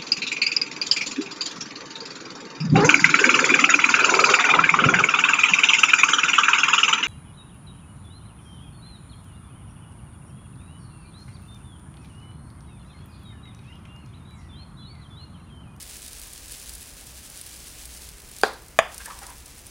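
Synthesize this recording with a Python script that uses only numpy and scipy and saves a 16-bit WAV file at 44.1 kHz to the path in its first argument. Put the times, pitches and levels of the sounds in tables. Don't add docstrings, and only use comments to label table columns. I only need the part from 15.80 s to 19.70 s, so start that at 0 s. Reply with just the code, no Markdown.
import sys
import numpy as np
from scipy import signal
from scipy.fft import rfft, irfft
from scipy.io import wavfile
from scipy.ndimage import uniform_filter1d

SR = 44100
rng = np.random.default_rng(int(sys.argv[2]) if len(sys.argv) > 2 else 0)


def put_to_file(sound):
    columns = np.atleast_2d(sound).T
    safe = np.clip(columns, -1, 1)
    whole_steps = np.round(safe * 32767)
    wavfile.write(sys.argv[1], SR, whole_steps.astype(np.int16))


def gain_from_db(level_db):
    decades = np.asarray(level_db, float) / 20
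    return 10 ** decades


N = 171990


def level(x, db):
    return x * gain_from_db(db) / np.sqrt(np.mean(x ** 2))


def unit_start(x):
    return x / np.sqrt(np.mean(x[:SR // 10] ** 2))


def noise():
    return rng.standard_normal(N)


def colour(x, tone):
    tone = np.array(tone, float)
    hz = np.maximum(np.fft.rfftfreq(8192, 1 / SR), 1)
    log_gain = np.interp(np.log(hz), np.log(tone[:, 0]), tone[:, 1]) * np.log(10) / 20
    cepstrum = irfft(log_gain)
    cepstrum[1:4096] *= 2
    cepstrum[4097:] = 0
    impulse = irfft(np.exp(rfft(cepstrum)))
    return signal.fftconvolve(x, impulse)[:len(x)]


def band(x, hz, width):
    b, a = signal.iirpeak(min(hz, 0.45 * SR), 1 / width, fs=SR)
    return signal.lfilter(b, a, x)


def walk(rate):
    k = int(SR / rate)
    drift = uniform_filter1d(uniform_filter1d(noise(), k), k)
    drift = drift - uniform_filter1d(drift, 6 * k)
    return drift / drift.std()


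def clicks(per_s, spread_db):
    hit = rng.random(N) < per_s / SR
    size = rng.exponential(size=N)
    sign = rng.choice([-1, 1], N)
    return hit * sign * gain_from_db(spread_db * np.minimum(size, 3.5))


def add(out, s, x):
    i = int(s * SR)
    out[i:i + len(x)] += x[:len(out) - i]


# (frequency [Hz], density [dB per Hz])
HISS_TONE = [(880, -18), (1500, -15), (5400, 1), (9200, -3), (16000, 6)]


def mic_hiss():
    return level(colour(noise(), HISS_TONE), -53.5)


# (frequency [Hz], density [dB per Hz])
SIDE_TONE = [(18, -38), (30, -10), (1430, -11.5), (1670, -15.5), (4910, -12), (8980, -14), (16000, -3)]


def port_difference(mid):
    SIDE_DB, SIDE_FOLLOW = -57.5, 0.22
    loud = np.abs(uniform_filter1d(np.gradient(mid) ** 2, size=300))
    swell = (loud / np.median(loud)) ** (SIDE_FOLLOW / 2)
    return level(colour(noise(), SIDE_TONE), SIDE_DB) * swell


# (frequency [Hz], density [dB per Hz])
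RUMBLE_TONE = [(12, -69), (20, -6.5), (60, 1), (86, -6), (200, -12.5), (306, -15), (423, -17.5),
               (1260, -22), (2500, -23), (3250, -30), (5500, -120)]


def rumble():
    return level(colour(noise(), RUMBLE_TONE), -49.5)


def mains_hum():
    HUM_HZ, HUM_WIDTH, HUM_DB = 60, 0.14, -56
    once = band(noise(), HUM_HZ, HUM_WIDTH)
    return level(band(once, HUM_HZ, HUM_WIDTH), HUM_DB)


# (time [s], length [s], level [dB], centre [Hz])
BOWL_TILT = (2.2, .3, -66, 410)


def tilted_bowl():
    s, length, db, hz = BOWL_TILT
    from_middle = np.arange(N) / SR - s - length / 2
    swell = np.exp(-(from_middle / (length / 2)) ** 4)
    return level(band(noise(), hz, 0.036), db) * swell


def room_tail(t60):
    ROOM_BUILD_S = 0.0051
    t = np.arange(SR // 2) / SR
    build = 1 - np.exp(-(t / ROOM_BUILD_S) ** 2)
    return rng.standard_normal(len(t)) * build * gain_from_db(-60 * t / t60)


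# (frequency [Hz], density [dB per Hz])
SPIT_TONE = [(1500, -21), (3000, -12.5), (5000, -1), (6800, -5.5), (9300, 3), (12500, 0), (14500, 1),
             (16000, -1)]
SPIT_S = 0.0026
# (time [s], level [dB])
BOIL = [(0, -42), (.45, -43.5), (.85, -42), (1.03, -44.5), (1.1, -46), (1.4, -45), (1.6, -43.5),
        (2.25, -44), (2.4, -49.5), (2.6, -44.5), (2.78, -53.5), (3.08, -55), (3.13, -45), (3.3, -44.5),
        (3.48, -47.5), (3.56, -48.5), (3.7, -48), (3.9, -49)]
# (frequency [Hz], density [dB per Hz])
SIZZLE_TONE = [(700, -56), (1200, -13), (1640, -2.5), (1900, -4.5), (2700, -0.5), (4700, 1), (9200, 2),
               (16000, -1)]


def sizzle():
    BUBBLES_PER_S, BUBBLE_SPREAD_DB, SEETHE_DB = 2500, 5.5, -2
    FLICKER_DB, FLICKER_HZ = 1.23, 41
    SPIT_PER_S, SPIT_SPREAD_DB, SPIT_DB = 110, 4, -3.5

    bubbles = level(clicks(BUBBLES_PER_S, BUBBLE_SPREAD_DB), -2.5)
    fine = bubbles + level(noise(), SEETHE_DB)
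    fine = level(colour(fine * gain_from_db(FLICKER_DB * walk(FLICKER_HZ)), SIZZLE_TONE), 0.38)

    tail = np.exp(-np.arange(600) / SR / SPIT_S)
    gate = signal.fftconvolve(np.abs(clicks(SPIT_PER_S, SPIT_SPREAD_DB)), tail)[:N]
    crackle = gate * clicks(7900, 1.5)
    small_spits = level(colour(crackle, SPIT_TONE), SPIT_DB)

    times, boil_db = np.transpose(BOIL)
    return (fine + small_spits) * gain_from_db(np.interp(np.arange(N) / SR, times, boil_db))


# (time [s], peak [dB], centre [Hz])
SPITS = [(0.279, -23, 7650), (0.6816, -26, 8180), (0.9132, -45, 9150), (0.932, -27, 10600),
         (0.9546, -25, 9300), (0.9867, -28, 8220), (1.028, -24, 10900), (1.27, -27, 8870), (1.5, -24, 8400),
         (1.6133, -19.5, 9400), (1.9586, -45, 9080), (2.0042, -36, 9020), (2.0265, -25, 9460),
         (2.056, -23, 8560), (2.173, -21.5, 8760), (2.2894, -21, 5240), (2.5646, -24, 8140),
         (2.5857, -21.5, 9180), (2.613, -17.5, 4760), (2.821, -30, 9000), (2.8832, -29.5, 9090),
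         (3.1244, -26, 8200), (3.1432, -25, 9700), (3.1799, -19, 9400), (3.258, -19, 9200),
         (3.389, -23, 9350), (3.432, -24.5, 9750), (3.4666, -19, 8600), (3.6601, -25, 9050),
         (3.8666, -24, 9800)]


def big_spits():
    BIG_SPIT_DB, WIDE_DB = -0.5, 1.5
    out = np.zeros(N)
    tail = np.exp(-np.arange(600) / SR / SPIT_S)
    for s, db, hz in SPITS:
        grain = rng.standard_normal(600)
        burst = grain * np.abs(grain) * tail
        burst = band(burst, hz, 0.12) + gain_from_db(WIDE_DB) * colour(burst, SPIT_TONE)
        add(out, s, burst / np.abs(burst).max() * gain_from_db(db + BIG_SPIT_DB))
    return out


# (time [s], length [s], level [dB], centre [Hz])
SCRAPES = [(3.198, .02, -42.5, 1600), (3.255, 0.015, -42, 1740), (3.272, 0.021, -41.5, 900),
           (3.3, 0.01, -36, 1130), (3.314, 0.026, -49.5, 1080), (3.348, 0.048, -50.5, 980),
           (3.414, 0.017, -43.5, 850), (3.431, 0.011, -45, 1430), (3.434, 0.042, -50, 880),
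           (3.48, 0.036, -45.5, 990), (3.493, 0.033, -64, 1880)]


def scrapes():
    SCRAPE_PER_S, SCRAPE_WIDTH, SCRAPE_ROOM_DB = 560, 0.096, -6
    out = np.zeros(N)
    grit = clicks(SCRAPE_PER_S, 3.6) + 0.18 * noise()
    for s, length, db, hz in SCRAPES:
        i = int(s * SR)
        t = np.arange(int((length + 0.03) * SR)) / SR
        fade_in = np.clip(t / 0.002, 0, 1)
        fade_out = np.clip((length - t) / 0.006 + 1, 0, 1)
        rub = grit[i:i + len(t)] * fade_in * fade_out
        overtone = 0.11 * band(rub, 1.54 * hz, 0.12)
        breath = 0.17 * band(rub, hz, 0.57)
        rub = band(rub, hz, SCRAPE_WIDTH) + overtone + breath
        add(out, s, rub * gain_from_db(db) / np.sqrt(np.sum(rub ** 2) / (length * SR)))
    tail = room_tail(0.2)
    tail = tail / np.sqrt(np.sum(tail ** 2))
    return out + gain_from_db(SCRAPE_ROOM_DB) * signal.fftconvolve(out, tail)[:N]


def contact(rebound, way):
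    CONTACT_MS, REBOUND_DB = 0.029, -11
    RATTLE_S, RATTLE_DB = 0.0056, -11
    t = np.arange(1200) / SR
    touches = rng.standard_normal(1200) * (rng.random(1200) < 0.05)
    push = gain_from_db(RATTLE_DB) * touches * np.exp(-t / RATTLE_S)
    push[0] = 1
    push[int(rebound * SR)] = way * gain_from_db(REBOUND_DB)
    soft_pulse = t[:100] * np.exp(-t[:100] * 1000 / CONTACT_MS)
    return np.convolve(push, soft_pulse)


def cup_ring(modes, push):
    TAP_LOW_HZ = 110
    t = np.arange(SR // 4) / SR
    body = np.zeros(len(t))
    for k, (hz, db, t60) in enumerate(modes):
        body += (-1) ** k * gain_from_db(db - 60 * t / t60) * np.sin(2 * np.pi * hz * t)
    highpass = signal.butter(2, TAP_LOW_HZ, "high", fs=SR, output="sos")
    return signal.sosfilt(highpass, signal.fftconvolve(body, push))


# (time [s], ring peak [dB], room level [dB], room t60 [s], rebound after [s], rebound direction [gain])
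TAPS = [
    (2.6342, 0, -31.5, 0.35, 0.001186, -1.2),
    (2.9888, 4.7, -32.5, 0.39, 0.001615, 0.65),
]
# (frequency [Hz], level [dB], t60 [s])
CUP_MODES = [
    [(164, -19.5, 0.042), (433, -4.5, 0.032), (804, -1, .025), (1080, -7, .04), (1330, -2.5, 0.014),
     (1600, 3, 0.013), (1910, -3.5, 0.013), (2410, -10.5, 0.018), (3340, -9.5, 0.017), (4010, -14.5, .025),
     (4770, -5.5, 0.012), (7130, -5, 0.0057), (11000, -1, .004)],
    [(414, -17.5, 0.044), (670, 1.5, 0.028), (1132, 4, 0.021), (1300, -9.5, 0.019), (1600, -3, 0.0047),
     (1740, 9.5, 0.0072), (2520, -2.5, 0.015), (2920, -6.5, .008), (3570, -3, 0.013), (4780, -13, 0.015),
     (6130, -4, .005), (6990, -2.5, 0.015), (9450, 3, 0.0027), (13000, -1, .003)],
]
# (frequency [Hz], density [dB per Hz])
FIRST_TAP_ROOM = [(130, -26), (390, -3), (1000, -1.5), (1900, -9), (2750, -19.5), (4050, -9), (5400, -19.5),
                  (10400, -31)]
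# (frequency [Hz], density [dB per Hz])
SECOND_TAP_ROOM = [(300, -17), (680, 1), (1120, -0.5), (3550, -7.5), (3900, -39), (5000, -14), (5700, -39),
                   (10400, -46)]


def taps():
    RING_IN_ROOM_DB = -3.5
    out = np.zeros(N)
    rooms = (FIRST_TAP_ROOM, SECOND_TAP_ROOM)
    for tap, modes, tone in zip(TAPS, CUP_MODES, rooms):
        s, ring_db, room_db, t60, rebound, way = tap
        ring = cup_ring(modes, contact(rebound, way))
        add(out, s, ring / np.abs(ring).max() * gain_from_db(min(ring_db, 0)))
        diffuse = unit_start(colour(room_tail(t60), tone))
        smeared = unit_start(signal.fftconvolve(room_tail(t60), ring))[:SR // 2]
        wet = diffuse + gain_from_db(RING_IN_ROOM_DB) * smeared
        add(out, s, unit_start(wet) * gain_from_db(room_db))
    return out


def scene():
    background = mic_hiss() + rumble() + mains_hum() + tilted_bowl()
    mid = background + sizzle() + big_spits() + scrapes() + taps()
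    side = port_difference(mid)
    return np.array([mid + side, mid - side])


def low_pass(x):
    return signal.sosfilt(signal.butter(12, 16510, fs=SR, output="sos"), x)


# (frequency [Hz], gain [dB])
MIC_TONE = [(20, 0), (10600, 0), (11400, -5), (15850, -6), (16000, -50), (22050, -60)]


def record(dry):
    heard = np.clip([colour(x, MIC_TONE) for x in dry], -1, 1)
    return low_pass(heard)


dry = scene()
out = record(dry)
put_to_file(out)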